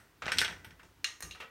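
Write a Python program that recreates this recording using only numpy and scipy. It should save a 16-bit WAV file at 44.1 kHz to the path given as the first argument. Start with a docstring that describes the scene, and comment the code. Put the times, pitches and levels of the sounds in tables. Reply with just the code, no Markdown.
"""A steel trolley jack is shifted under a car in a quiet garage. Its frame clatters as it moves and settles,
the lifting arm knocks hollowly, and near the end the loose saddle clinks a few times. Each contact is a short
crack that sets the steel ringing. The car body booms deeply now and then, and the room echoes over a faint,
steady background."""
import sys
import numpy as np
from scipy import signal
from scipy.fft import rfft, irfft, next_fast_len
from scipy.io import wavfile

SR = 44100
rng = np.random.default_rng(int(sys.argv[2]) if len(sys.argv) > 2 else 0)


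def file_out(sig):
    """Save sig as 16-bit WAV at sys.argv[1]."""
    # one column per channel
    cols = np.atleast_2d(sig).T
    # limit, then scale
    lim = np.clip(cols, -1, 1)
    pcm = np.round(lim * 32767).astype(np.int16)
    wavfile.write(sys.argv[1], SR, pcm)


N = 66150
T = np.arange(N) / SR


def gain(db):
    """Turn decibels into a number to multiply by."""
    return 10 ** (np.asarray(db) / 20)


def fade(fade_s):
    """Die away by 60 dB in fade_s seconds; every fade time below means this."""
    return np.exp(-np.log(1000) * T / fade_s)


def onset(rise_s):
    """Rise from silence to full level."""
    return np.minimum(T / rise_s, 1)


def read_curve(hz, points):
    """Read between (f/Hz, value) points, giving every octave the same width."""
    point_hz, values = np.array(points, float).T
    return np.interp(np.log(np.maximum(hz, 1)), np.log(point_hz), values)


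def colour(x, tone, notes=(), peak_db=0, peak_width_hz=68):
    """Shape a sound with a (f/Hz, level/dB) curve and add a ringing peak around each note."""
    size = next_fast_len(N) * 2
    hz = np.arange(size // 2 + 1) * SR / size
    peaks = 1 + sum(gain(db + peak_db) ** 2 / (1 + (2 * (hz - centre) / peak_width_hz) ** 2)
                    for centre, db, _ in notes)
    response = gain(read_curve(hz, tone)) * np.sqrt(peaks)
    # Fold the filter forward in time, so nothing rings before it is hit.
    cepstrum = irfft(np.log(response))
    cepstrum[1:size // 2] *= 2
    cepstrum[size // 2 + 1:] = 0
    return irfft(rfft(x, size) * np.exp(rfft(cepstrum)))[..., :N]


def noise(tone):
    """Noise shaped by a tone curve, then scaled to a typical size (rms) of 1."""
    x = colour(rng.standard_normal(N), tone)
    return x / np.std(x)


def start_at(x, start_s):
    """Move a sound to its start time; one begun before zero is already fading."""
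    return np.interp(np.arange(N) - np.round(start_s * SR), np.arange(N), x, left=0, right=0)


# How long the garage echoes at each pitch: f/Hz, fade/s
ECHO_FADES = [(200, 0.9), (800, 0.55), (1800, 0.4), (3500, 0.3), (7000, 0.4), (14000, 0.19)]

def garage_echo(level_db=-11, build_s=0.024):
    """Many reflections blur into one wash of sound; the highs die first."""
    spectrum = rfft(rng.standard_normal(N))
    hz = np.arange(len(spectrum)) * SR / N
    echo = np.zeros(N)
    for band_hz, fade_s in ECHO_FADES:
        share = read_curve(hz, [(f, f == band_hz) for f, _ in ECHO_FADES])
        echo += irfft(spectrum * share, N) * fade(fade_s)
    return gain(level_db) * echo * onset(build_s)


# The five pitches, low to high, at which each hit has its own level: f/Hz
HIT_BANDS = [700, 1700, 3400, 7000, 13000]

def struck_steel(hits, notes, tone, snap_s, crack_s, wash_s, wash_db, notes_db, peak_db):
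    """Each hit snaps, then rings the steel and the room; where and how hard it lands sets its tone."""
    waves = np.array([gain(db + notes_db) * fade(fade_s) * np.exp(2j * np.pi * hz * T)
                      for hz, db, fade_s in notes])
    # Fading noise makes the crack and the wash: a blur of notes too close to tell apart.
    envelope = np.hypot(fade(crack_s), gain(wash_db) * fade(wash_s))
    echo = garage_echo()
    snaps, rings = np.zeros(N), np.zeros(N)
    for start_s, rise_s, snap_db, *band_db in hits:
        phases = np.exp(2j * np.pi * rng.random(len(notes)))
        since_rise = T - rise_s  # the noise fades only once it has risen
        snap = gain(snap_db) * rng.standard_normal(N) * np.interp(since_rise, T, fade(snap_s))
        crack_and_wash = rng.standard_normal(N) * np.interp(since_rise, T, envelope)
        ring = crack_and_wash + (phases @ waves).imag + echo
        snap, ring = colour(np.array([snap, ring]) * onset(rise_s), list(zip(HIT_BANDS, band_db)))
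        snaps += start_at(snap, start_s)
        rings += start_at(ring, start_s)
    return colour(snaps, tone) + colour(rings, tone, notes, peak_db)


# Hits on the frame: t/s, rise/s, snap level/dB, then level/dB at each of the HIT_BANDS
FRAME_HITS = [ (-.1000, 0.00083, -12, -31.5, -26.5, -34, -38, -22),
              (.2572, 0.00039, 10.5, -39, -32.5, -40.5, -42, -70),
              (.2655, 0.00033, 13, -29.5, -32, -40, -47.5, -56),
              (.3180, 0.0015, 3.5, -26.5, -20.5, -24.5, -30, -35),
              (.3710, .002, 2, -42.5, -35, -33, -38, -58),
              (.3840, 0.0019, 6, -32, -26.5, -14.5, -24.5, -27),
              (.4042, .0012, -2, -30.5, -33.5, -28, -29, -35),
              (.4152, 0.00095, 7.5, -28.5, -15, -27, -32, -31),
              (.4452, 0.003, 8, -34.5, -28.5, -22, -40, -40),
              (.4790, 0.0014, 11, -33.5, -28.5, -39.5, -42.5, -63),
              (.5060, .002, -18, -36, -37.5, -37.5, -70, -52),
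              (.5260, 0.00056, -18, -41, -42, -51, -53.5, -82),
              (.6445, 0.0033, 1.5, -41, -39, -44.5, -57.5, -41),
              (.7050, 0.0041, 1.5, -56.5, -47, -54.5, -60, -78),
              (.8290, 0.0034, -10.5, -44, -51, -57, -59.5, -68), ]
# Notes the frame rings at: f/Hz, level/dB, fade/s
FRAME_NOTES = [(883, -7.5, 0.26), (1300, -7, 0.3), (1431, -5, 0.33), (1468, -7.5, 0.28), (1528, 3, 0.13),
               (1772, -4, 0.12), (1977, -25.5, 1.3), (1878, -6.5, 0.37), (1984, -9, 0.33),
               (2893, -19, 0.13), (3280, -12, 0.29), (3302, -4.5, 0.2), (5430, 1.5, 0.18),
               (5730, 0.5, 0.073)]
# The frame's tone curve: f/Hz, level/dB
FRAME_CURVE = [(30, -24), (120, 0), (300, -4), (900, -0.5), (1120, -5), (1550, 3), (2400, 3), (3700, 1.5),
               (4800, -1.5), (5900, 3), (7000, -6), (8700, 2), (10200, -9.5), (12500, -6.5), (16000, -28)]

def frame_clatter():
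    """The steel frame clatters as it moves and settles."""
    return struck_steel(FRAME_HITS, FRAME_NOTES, FRAME_CURVE, snap_s=0.0013, crack_s=0.0321,
                        wash_s=0.1259, wash_db=-2.5, notes_db=-20.5, peak_db=-2)


# The background's tone curve: f/Hz, level/dB
AIR_CURVE = [(25, -33), (42, -1), (57, 0.5), (100, 0), (200, -11.5), (300, -6), (600, -17), (1000, -12.5),
             (1500, -14.5), (2500, -18), (5000, -23), (10000, -28.5), (16000, -26.5)]

def garage_air(level_db=-65):
    """The quiet garage has a faint, steady rumble and hiss."""
    return noise(AIR_CURVE) * gain(level_db)


# Knocks of the arm: t/s, rise/s, snap level/dB, then level/dB at each of the HIT_BANDS
ARM_HITS = [ (.2203, 0.00049, 6, -32.5, -30.5, -40, -49.5, -60),
            (.2798, 0.00077, 5.5, -29, -25.5, -31, -46, -52),
            (.7943, 0.00091, 11, -58, -48.5, -63, -70, -69),
            (.8460, 0.0049, -9, -53, -53.5, -66.5, -58, -73),
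            (1.3450, 0.005, -4, -47, -40.5, -50, -65, -58.5),
            (1.3995, 0.0058, 0.5, -36.5, -35.5, -37.5, -53, -47.5),
            (1.4230, .001, -6, -39.5, -39, -42, -72, -76), ]
# Notes the arm rings at: f/Hz, level/dB, fade/s
ARM_NOTES = [(459, 2, 0.66), (534, 1, 0.44), (752, 0.5, 0.26), (1192, 1.5, 0.39), (1295, 6.5, 0.21),
             (1464, 1.5, 0.37), (1916, 2, 0.67), (2326, 6, 0.31), (2440, 1, 0.23), (2720, 10, 0.16),
             (3810, -1.5, 0.18)]
# The arm's tone curve: f/Hz, level/dB
ARM_CURVE = [(30, -28), (150, -4.5), (330, -13), (480, -4.5), (900, -2.5), (1300, -2), (2800, -2.5),
             (4100, -4), (7000, -3.5), (16000, -21)]

def arm_knocks():
    """The lifting arm knocks and rings with lower, hollow notes."""
    return struck_steel(ARM_HITS, ARM_NOTES, ARM_CURVE, snap_s=0.1247, crack_s=0.23,
                        wash_s=0.001, wash_db=-1.5, notes_db=-25, peak_db=-3)


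# Thuds that set the car body booming: t/s, rise/s, level/dB
BODY_THUDS = [(0.226, 0.022, -49), (.28, .03, -50), (0.348, 0.023, -40), (0.479, 0.017, -47),
              (0.663, 0.0078, -54), (0.828, 0.0033, -58.5), (.94, 0.028, -64), (1.226, 0.014, -49.5)]
# The boom's tone curve: f/Hz, level/dB
BODY_CURVE = [(25, -13.5), (42, -31), (58, 7.5), (72, -8), (91, 4), (110, -9.5), (140, -13), (168, -2),
              (210, -16), (300, -12), (600, -22.5), (1500, -40.5)]

def body_boom(fade_s=0.55):
    """Each thud sets off deep ringing in the car body and the room."""
    power = sum(start_at((gain(db) * onset(rise_s) * fade(fade_s)) ** 2, start_s)
                for start_s, rise_s, db in BODY_THUDS)
    return noise(BODY_CURVE) * np.sqrt(power)


# Clinks of the saddle: t/s, rise/s, snap level/dB, then level/dB at each of the HIT_BANDS
SADDLE_HITS = [ (1.0430, 0.0013, 8.2, -40, -26, -22.5, -27.5, -39.5),
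               (1.2053, 0.00042, 9.3, -49.5, -40, -50, -44.5, -38),
               (1.2237, 0.001, 5, -40.5, -33.5, -38.5, -32, -35.5),
               (1.3098, .0005, 3.1, -51.5, -45, -31.5, -45.5, -50), ]
# Notes the saddle rings at: f/Hz, level/dB, fade/s
SADDLE_NOTES = [(1204, -2.5, 0.5), (1650, -17, 0.33), (1876, -3.5, 0.39), (1925, -9, 0.34),
                (2765, 2.5, 0.13), (2828, 4, 0.073), (3850, -1, 0.23), (4130, -3, 0.12), (4195, 5.5, 0.08),
                (5580, -4, 0.33), (6458, 0.5, 0.15), (7260, 1, 0.17), (7300, -10, 0.15), (8700, -1, 0.09)]
# The saddle's tone curve: f/Hz, level/dB
SADDLE_CURVE = [(100, -29), (400, 2.5), (750, -0.5), (1200, -1), (2000, 1), (3300, -3.5), (4200, -3.5),
                (4900, -6.5), (6400, 2), (7700, -9.5), (9200, -0.5), (10800, -15.5), (13000, -6),
                (16000, -22)]

def saddle_clinks():
    """The saddle, the steel cup that holds the car, sits loose and clinks with high notes."""
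    return struck_steel(SADDLE_HITS, SADDLE_NOTES, SADDLE_CURVE, snap_s=0.0124, crack_s=0.05,
                        wash_s=0.2954, wash_db=-7.5, notes_db=-23.5, peak_db=5)


def scene():
    """Add all the sounds together in one channel."""
    return (frame_clatter() + garage_air() + arm_knocks() + body_boom() + saddle_clinks())[None]


def record(dry):
    """Cut away the very highest sounds, above 15800 Hz."""
    return signal.sosfilt(signal.ellip(8, .2, 70, 15800, fs=SR, output="sos"), dry)


dry = scene()
out = record(dry)
file_out(out)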